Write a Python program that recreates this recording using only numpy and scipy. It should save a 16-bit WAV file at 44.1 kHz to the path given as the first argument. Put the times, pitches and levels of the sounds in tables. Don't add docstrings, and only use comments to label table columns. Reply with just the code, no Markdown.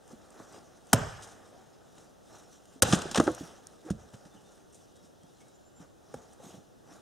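import sys
import numpy as np
from scipy import signal
from scipy.fft import rfft, irfft, next_fast_len
from scipy.io import wavfile
from scipy.ndimage import uniform_filter1d

SR = 44100
rng = np.random.default_rng(int(sys.argv[2]) if len(sys.argv) > 2 else 0)


def log_audio(samples):
    frames = np.atleast_2d(samples).T
    limited = np.clip(frames, -1, 1)
    pcm = np.round(limited * 32767).astype(np.int16)
    wavfile.write(sys.argv[1], SR, pcm)


def elevation(decibels):
    levels = np.asarray(decibels, float)
    return 10 ** (levels / 20)


N = 309141

# [f/Hz, level/dB per Hz]
WIND_COLOUR = [(15, -31), (25, 0), (236, 1.5), (545, -1.5), (863, -6), (988, -9.5), (1520, -14),
               (2220, -23), (3340, -21.5), (4490, -21), (5000, -21.5), (8140, -25), (16000, -34)]
# [f/Hz, likeness/1]
FIELD_LIKENESS = [(60, 0.39), (180, -0.65), (550, -0.15), (1650, 0.12), (4970, 1), (15000, -0.3)]

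# [peak t/s, rise/s, fall/s, rub level/dB, hiss
# level/dB]
MOVEMENTS = [(.12, 0.063, 0.036, -55, -60), (.252, 0.13, 0.037, -57.5, -67), (.408, 0.12, 0.038, -52, -60.5),
             (.57, 0.16, 0.045, -50, -57.5), (.78, 0.64, 0.06, -60.5, -66.5),
             (.91, 0.094, 0.13, -56.5, -61.5), (1.21, .05, 0.54, -54, -62), (1.6, 0.28, 0.12, -64.5, -74.5),
             (2.014, 0.15, 0.092, -59, -61.5), (2.356, 0.098, .12, -53.5, -58),
             (2.54, 0.075, 0.078, -63, -61), (2.74, 0.11, 0.061, -61.5, -63), (3.21, .005, 0.16, -69, -46.5),
             (3.39, 0.013, 0.099, -72.5, -50),
             (3.44, 0.054, 0.19, -51, -61.5), (3.67, 0.12, 0.44, -61, -66), (3.891, 0.035, .01, -46.5, -62),
            (4.0, 0.032, 0.31, -58.5, -66.5), (4.139, 0.0088, 0.043, -55.5, -59),
            (4.27, 0.064, .03, -57, -64.5), (4.35, 0.034, 0.045, -60.5, -65.5),
            (4.55, 0.28, 0.14, -62.5, -66), (4.75, 0.049, 0.27, -69.5, -65),
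            (5.04, 0.043, 0.032, -67.5, -65.5), (5.4, 0.24, 0.29, -70.5, -67.5),
            (5.82, 0.033, 0.034, -52.5, -62), (6.15, 0.093, 0.24, -57, -63),
            (6.34, 0.051, .015, -65.5, -63), (6.44, 0.032, 0.096, -54, -57.5),
            (6.49, 0.037, 0.074, -72, -55), (6.55, 0.065, 0.043, -54.5, -60),
            (6.923, 0.063, 0.11, -53, -60)]
# [f/Hz, level/dB per Hz]
RUB_COLOUR = [(47, -63), (80, -14), (182, -8), (756, -5), (1010, -11), (1220, -9.5), (2500, -23),
              (3250, -48.5), (5500, -120)]
# [f/Hz, level/dB per Hz]
HISS_COLOUR = [(1180, -35), (2000, -10.5), (3700, -3.5), (4490, -5.5), (5600, -1.5), (8000, -4.5),
               (14700, -23), (16000, -25)]

# [t/s, peak level/dB, t60/s]
SEAMS = [
    (0.078, -49, 0.013),
    (0.3036, -48.5, 0.015),
    (0.3426, -51, 0.014),
    (0.524, -47.5, 0.016),
    (0.8692, -48.5, 0.015),
    (3.4737, -47, 0.014),
    (3.904, -35, 0.015),
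]
# [t/s, peak level/dB, tearing/s, tilt/dB per octave]
STROKES = [
    (0.9306, -2, 0.0033, 1),
    (2.8216, -4.5, 0.005, 2),
]
# [t/s, peak level/dB, length/s]
SWISHES = [
    (1.221, -40, 0.022),
    (1.267, -50, 0.06),
    (2.877, -31.5, 0.077),
    (3.85, -53.5, 0.022),
    (4.954, -56.5, 0.014),
    (5.048, -56, 0.015),
    (5.404, -55, 0.014),
    (5.802, -64, 0.025),
]
# [t/s, peak level/dB, tearing/s, t60/s, tilt/dB per octave]
CRACKS = [(1.98, -47.5, 0.004, 0.027, -4), (2.6553, -47, 0.0014, 0.018, 0),
          (2.8289, -10, 0.0041, 0.026, -1.5), (2.9249, -12.5, 0.0055, 0.034, -5.5),
          (2.9329, -13.5, 0.0034, 0.079, -4.5), (3.0172, -28, 0.0052, 0.03, -3),
          (3.1123, -25, 0.0014, 0.087, -2.5), (3.146, -17.5, 0.002, 0.059, -5),
          (3.158, -14, 0.0022, 0.078, -4.5), (3.1741, -13, 0.0063, 0.043, -5.5),
          (3.1991, -20, 0.0036, 0.033, -3.5), (3.2689, -29.5, 0.0046, 0.063, -6.5),
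          (3.902, -33, 0.00197, 0.086, -2), (4.1405, -45.5, 0.0053, 0.042, -4.5),
          (4.2523, -49, 0.0058, 0.028, -6), (5.2316, -53, 0.0039, 0.028, -1),
          (6.1397, -43, 0.0024, 0.079, 1.2), (3.378, -33, 0.0036, 0.049, -11.5)]
# [t/s, peak level/dB, t60/s]
TICKS = [(2.9524, -28.5, .04), (2.9889, -30.5, 0.022), (3.238, -36.5, 0.16), (3.3162, -36.5, 0.015),
         (3.3481, -33, 0.028), (3.3848, -47, 0.016), (3.6692, -34.5, 0.005), (4.725, -52, 0.2),
         (4.745, -47, 0.19), (5.483, -52, .024), (6.333, -48, 0.03)]
# [f/Hz, level/dB per Hz]
SNAP_COLOUR = [(410, -31), (700, 7.5), (1560, 1), (2240, -8.5), (2920, -6), (4610, -7.5), (5920, -5),
               (7590, -5), (8760, -5), (10900, -14), (14800, -17.5), (16000, -29)]

# [t/s, peak level/dB, f/Hz]
BUMPS = [(0.13, -38, 227), (2.758, -41.5, 262), (4.137, -36, 114), (4.254, -43, 186), (4.345, -49, 189),
         (5.039, -52, 226), (5.236, -46, 168), (5.802, -37.5, 181.3), (6.4, -40, 505), (6.439, -43, 208),
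         (6.461, -41.5, 169), (6.491, -42.5, 328), (6.54, -40, 185), (6.575, -44, 150), (6.592, -47, 188)]
# [t/s, peak level/dB, f/Hz, upper modes level/dB, t60/s]
ON_SOIL = [(0.399, -36.5, 288, 10.5, 0.036), (2.853, -29.5, 186, -6.5, 0.037), (2.884, -23, 207, -7, 0.052),
           (3.055, -26, 378.5, -18, 0.026), (3.113, -31.5, 223, -12, 0.044), (3.182, -13.5, 204, -8, 0.038),
           (3.209, -17, 348, 6, 0.029), (3.304, -24.5, 298, -20, 0.031), (3.409, -26.5, 273, -21, 0.029),
           (3.9065, -13.5, 187.3, -19, 0.028), (6.141, -25.5, 496, -13, 0.031)]
ON_STUMP = [
    (0.933, -11.5, 644, -4, 0.091),
    (0.933, -9, 254.8, -3.5, 0.028),
    (2.824, -16.5, 281, -21.5, 0.026),
    (2.831, -12, 498, -17, 0.021),
    (2.908, -21, 125, -20, 0.1),
]
ON_WOOD = [(2.924, -24, 434, -0.5, 0.11), (2.933, -4, 182, -12, 0.022), (2.965, -26, 240.3, 4, 0.029),
           (3.156, -13.5, 568, 2.5, 0.025), (3.174, -16, 470, -6.5, 0.016),
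           (3.1993, -2.5, 287.5, -5, 0.026), (3.234, -24, 306.7, -21, 0.048), (3.265, -24, 279, -22, 0.051),
           (3.277, -8, 352, -4, 0.042), (3.286, -18, 308.7, -7.5, 0.12), (3.429, -37, 169, -25, 0.081),
           (3.849, -41, 309, -17, 0.095), (3.862, -34.5, 335, -18, 0.071), (3.885, -35, 459, -10, 0.076)]
# [t/s, peak
# level/dB, f/Hz, upper modes level/dB, t60/s]
CHIPS = [(0.9345, -21, 1330, -25, .025), (0.947, -22, 540, -25, .045), (2.826, -20, 1420, -25, .03),
         (2.827, -18, 440, -25, .04), (2.960, -30, 1500, -25, .03), (2.991, -32, 1300, -25, .03),
         (3.146, -26, 3100, -30, .015), (3.204, -22, 1250, -25, .04), (3.214, -25, 620, -25, .06),
         (3.901, -37, 1400, -20, .02), (4.135, -43, 520, -15, .02), (2.9255, -21, 3200, -30, .02),
         (2.952, -29, 7300, -50, .07), (0.399, -46, 1100, -12, .02), (6.141, -38, 1350, -14, .02),
         (3.379, -41, 1100, -14, .02), (2.829, -24, 1065, -25, .07), (0.933, -19, 3000, -30, .02)]
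# [t/s, peak level/dB, f/Hz]
BOOMS = [
    (0.9389, -10.5, 113.2),
    (2.829, -13, 105),
    (0.974, -25, 150),
    (1.013, -21.5, 126),
    (1.068, -31, 123.6),
    (1.14, -39.5, 97),
]
# [f ratio/1, level/dB, t60 share/1]
LOG_MODES = [(1, 2.5, 0.95), (1.04, -14, 2.3), (1.602, -5, 1.4), (2.3, -4.5, 0.61), (3.6, -6.5, 0.54),
             (4.398, -1, 0.23), (5.9, -9, 0.18)]
# [f/Hz, level/dB, t60/s]
GROUND_MODES = [(57.6, -9, 0.33), (80, -5.5, 0.14), (110.5, -6.5, 0.25), (144.6, -1, 0.11),
                (168, -11, 0.033), (225, -2, 0.14), (115, 7.5, 0.026)]

# [f/Hz, t60/s, level/dB]
TRUNKS = [(60, 0.96, -8.5), (150, 0.41, -6.5), (306.3, 0.27, -8.5), (730, 0.85, -8), (1946, 1, -10.5),
          (6290, .85, -14), (12010, 0.91, -29)]
# [f/Hz, likeness/1]
ECHO_LIKENESS = [(60, 0.48), (180, 1), (550, 0.44), (1650, 0.48), (4970, 0.94), (15000, 0.8)]
# [t/s, level/dB]
CARRY = [(0, -4), (2.7, 4), (2.798, 6.5), (2.899, -3.5), (3.101, 6.5), (3.19, -9), (3.5, -22),
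         (3.902, -8.5), (7.1, -1)]

# [t/s, length/s, top f/Hz, level/dB]
BIRDS = [
    (2.41, 0.029, 7200, -72),
    (2.54, .04, 7300, -72),
    (2.67, .045, 7170, -73),
    (5.538, 0.036, 7130, -68),
    (5.645, 0.051, 7280, -67.5),
    (5.75, 0.042, 7310, -63),
]
WARBLE = [
    (4.3, 0.068, 3580, -71.5),
    (4.43, 0.073, 3610, -72),
    (4.93, 0.099, 3800, -75),
    (5.03, .05, 3750, -79),
    (4.92, 0.091, 3320, -79.5),
    (5.2, 0.092, 3280, -77),
    (5.27, .06, 3750, -79),
    (5.33, 0.075, 4150, -76.5),
    (5.4, 0.18, 3880, -77.5),
]
CHIRP = [
    (4.36, 0.025, 2940, -62.5),
    (5.4, 0.034, 2230, -60),
]

# [f/Hz, lead/rad]
LEAD = [(400, -0.021), (850, 0.3), (1980, -0.013), (7150, 0.21), (13000, -0.22), (14300, 0.2),
        (14600, -0.1), (16300, 0.042)]
# [f/Hz, level/dB]
LEAN = [(60, -3.5), (130, -2), (290, -3), (640, 0), (1410, 1.5), (3100, 1), (6820, -0.5), (15000, 0.5)]
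# [f/Hz, width/Hz, level/dB]
HOUSING_NOTCHES = [(1012, 68, -5.5), (2227, 210, -6.5), (4535, 340, -6.5), (7630, 190, -6)]


def evened(x):
    return x / np.sqrt(np.mean(x ** 2) + 1e-20)


def read(points, hz, column=1):
    rows = np.array(points)
    return np.interp(np.log(hz + 1), np.log(rows[:, 0] + 1), rows[:, column])


def add(mix, s, sound):
    part = mix[round(s * SR):][:len(sound)]
    part += sound[:len(part)]


def filtered(x, gain):
    size = next_fast_len(x.shape[-1])
    return irfft(rfft(x, size) * gain(np.fft.rfftfreq(size, 1 / SR)), size)[..., :x.shape[-1]]


def coloured(x, points, tilt_db=0, bend_db=0):
    def gain(hz):
        octaves = np.log2(hz / 7000 + 0.012) * (1 + (hz > 7000))
        return elevation(read(points, hz) + tilt_db * octaves - bend_db * octaves ** 2)
    return filtered(x, gain)


def stereo_spectra(draws, likeness):
    a, b, c, d = draws
    same = np.clip(likeness, -1, 1)[:, None]
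    left, other = a + 1j * b, c + 1j * d
    return np.array([left, same * left + np.sqrt(1 - same ** 2) * other])


def hush(points, patchy_db, likeness):
    hz = np.fft.rfftfreq(512, 1 / SR)
    *draws, patches = rng.standard_normal((N // 128 + 5, len(hz), 5)).T
    patches = uniform_filter1d(patches, size=8, axis=0)
    patches = evened(uniform_filter1d(patches, size=16, axis=1))
    z = stereo_spectra(draws, likeness(hz)) * elevation(patchy_db * patches)
    noise = signal.istft(z, nperseg=512, noverlap=384)[1][:, :N]
    return evened(coloured(noise, points))


def wind():
    return elevation(-57) * hush(WIND_COLOUR, patchy_db=0.5, likeness=lambda hz: read(FIELD_LIKENESS, hz))


def movement_level(column):
    t = np.arange(0, N + 64, 64) / SR
    power = 0
    for move in MOVEMENTS:
        peak_s, rise_s, fall_s = move[:3]
        away = np.maximum((peak_s - t) / rise_s, (t - peak_s) / fall_s)
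        power = power + elevation(move[column] - 10 * away) ** 2
    return np.interp(np.arange(N) / SR, t, np.sqrt(power))


def rustle():
    flicker = elevation(1.5 * evened(uniform_filter1d(rng.standard_normal((2, N)), size=300)))
    rub = hush(RUB_COLOUR, patchy_db=1.2, likeness=lambda hz: np.full_like(hz, 0.9))
    hiss = hush(HISS_COLOUR, patchy_db=2.5, likeness=lambda hz: read(FIELD_LIKENESS, hz) + 0.31)
    rub = elevation(-0.5) * evened(rub * flicker[0]) * movement_level(column=3)
    return rub + evened(hiss * flicker[1]) * movement_level(column=4)


def tears():
    strokes = [(s, db, tear, 0.028, tilt_db, 0.35) for s, db, tear, tilt_db in STROKES]
    fibres = [(*row, 2) for row in CRACKS]
    swishes = [(*row, 0.14, -0.4, 2.5) for row in SWISHES]
    ticks = [(s, db, 0.002, t60, 6, 7) for s, db, t60 in TICKS + SEAMS]
    return strokes + fibres + swishes + ticks


def cracks():
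    rows, out, t = tears(), np.zeros(N), np.arange(4096) / SR
    size = len(rows), len(t)
    snaps = rng.standard_normal(size) * elevation(2.6 * rng.exponential(1, size).clip(0, 4))
    lumps = elevation(3.8 * (rng.exponential(1, (len(rows), 64)).clip(0, 4) - 1.5))
    lumps = lumps.repeat(64, axis=1)
    for (s, db, tear, t60, tilt_db, bend_db), snap, lump in zip(rows, snaps, lumps):
        fade = 60 * np.maximum(t - tear, 0) / t60
        shape = elevation(-1.8 * fade) + lump * elevation(-11 - 0.51 * fade)
        shape = shape * np.minimum(t / (0.1 * tear), 1)
        add(out, s, elevation(db - 10.5) * shape * evened(coloured(snap, SNAP_COLOUR, tilt_db, bend_db)))
    return out


def blows():
    bumps = [(*row, -10, 0.064) for row in BUMPS]
    booms = [(*row, -30, 0.053) for row in BOOMS]
    kinds = [(bumps, -10.5), (ON_SOIL, -6.5), (ON_STUMP, -8), (ON_WOOD, -31.5)]
    landings = sorted((*row, thud_db) for rows, thud_db in kinds for row in rows)
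    return landings + [(*row, -31.5) for row in booms + CHIPS]


def ring(modes, t, phases):
    out = 0
    for (hz, db, t60), phase in zip(modes, phases):
        out = out + elevation(db - 60 * t / max(t60, .004)) * np.sin(2 * np.pi * (hz * t + phase))
    return out


def knocks():
    out, t = np.zeros(N), np.arange(SR // 3) / SR
    for s, db, hz, upper_db, t60, thud_db in blows():
        detune, phase, soil_detune, soil_phase = rng.random((4, 7))
        modes = []
        for (ratio, mode_db, share), d in zip(LOG_MODES, detune):
            mode_db = mode_db + (upper_db + 6.5) * (ratio > 2) + min(upper_db + 14, 0) * (ratio > 1.5)
            modes.append((hz * ratio * (.97 + .06 * d), mode_db, t60 * share))
        low = ring(modes[:3], t, 0.28 * phase) * np.minimum(t * hz / 0.69, 1)
        touch_s = 0.0018 + 0.00056 * max(-25.5 - db, 0)
        wood = low + ring(modes[3:], t, phase[3:]) * np.minimum(t / touch_s, 1)
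        soil = [(f * (.92 + 0.2 * d), g, ring_s) for (f, g, ring_s), d in zip(GROUND_MODES, soil_detune)]
        thud = ring(soil, t, soil_phase) * np.minimum(t / 0.004, 1) / 2
        add(out, s, elevation(db - 2.5) * (wood / abs(wood).max() + elevation(thud_db) * thud))
    return filtered(out, lambda hz: hz ** 2 / (hz ** 2 + 45 ** 2))


def forest(x):
    hz, _, z = signal.stft(x, SR, nperseg=1024, noverlap=768)
    power, wide = abs(z) ** 2, np.clip(hz / 900, 0, 1)[:, None]
    power = (1 - wide) * power + wide * uniform_filter1d(power, size=17, axis=0)
    t = np.arange(300) * 256 / SR
    swell = np.clip(0.68 + t / 0.16, 0, 1) * (t > .02)
    t60, db = read(TRUNKS, hz)[:, None], read(TRUNKS, hz, column=2)[:, None]
    decay = swell * elevation(db - 60 * t / t60)
    uneven = evened(uniform_filter1d(rng.standard_normal(decay.T.shape), size=40)).T
    decay = decay * elevation(3 * uneven)
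    power = signal.fftconvolve(power, decay ** 2, axes=1)[:, :z.shape[1]]
    draws = rng.standard_normal(z.T.shape + (4,)).T
    echo = stereo_spectra(draws, read(ECHO_LIKENESS, hz)) * np.sqrt(abs(power))
    return 0.51 * signal.istft(echo, nperseg=1024, noverlap=768)[1][:, :N]


def birds(notes, db, waver):
    t, out = np.arange(SR // 4) / SR, np.zeros(N)
    for s, length, hz, note_db in notes:
        shake = evened(uniform_filter1d(rng.standard_normal(len(t)), size=60))
        u = np.minimum(t / length, 1)
        arch = np.sin(np.pi * u)
        sag = .02 * (1 - arch) ** 2 * (u < 1)
        sung = hz * (1 - sag) * (1 + waver * shake)
        echo = u * elevation(-7 - 60 * t / .8)
        add(out, s, elevation(note_db) * (arch + echo) * np.sin(2 * np.pi * np.cumsum(sung) / SR))
    return elevation(db) * out


def ports(x):
    def gain(hz):
        ripple = 0.8 * (hz / 13000) ** 2 * np.sin(hz / 330)
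        half = elevation(read(LEAN, hz) / 2) * np.exp(.5j * (read(LEAD, hz) + ripple))
        return np.array([half, 1 / half])
    return filtered(x, gain)


def overload(dry):
    treble = signal.lfilter(*signal.butter(2, 2500, "high", fs=SR), dry.mean(0))
    leak = signal.lfilter(*signal.butter(2, [100, 1800], "band", fs=SR), treble ** 2)
    return elevation(6) * np.array([leak, -leak])


def housing(hz):
    notch_db = sum(db / (1 + ((hz - dip_hz) / width) ** 2) for dip_hz, width, db in HOUSING_NOTCHES)
    return elevation(notch_db) * hz ** 2 / (hz ** 2 + 40 ** 2) * np.clip((16600 - hz) / 900, 0, 1)


def treble_dropout(x):
    t = np.arange(N) / SR
    gap = np.clip(np.minimum(t - 2.8035, 2.8175 - t) / .0015, 0, 1)
    return x - gap * filtered(x, lambda hz: np.clip(hz / 1000 * 4 - 3, 0, 1))


def scene():
    wood, fibres = knocks(), cracks()
    song = birds(BIRDS, db=3, waver=.006) + birds(WARBLE, db=3, waver=.012) + birds(CHIRP, db=-2, waver=.04)
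    air = wind()
    carry = elevation(np.interp(np.arange(N) / SR, *np.transpose(CARRY)))
    tail = forest((wood + elevation(-2) * fibres) * carry)
    return ports(wood + fibres) + tail + song + rustle() + air


def band_limit(x):
    return signal.sosfilt(signal.butter(12, 15850, fs=SR, output="sos"), x)


def record(dry):
    rounded = .9 * np.tanh(dry / .9)
    mix = treble_dropout(filtered(rounded + overload(dry), housing))
    return band_limit(mix)


dry = scene()
out = record(dry)
log_audio(out)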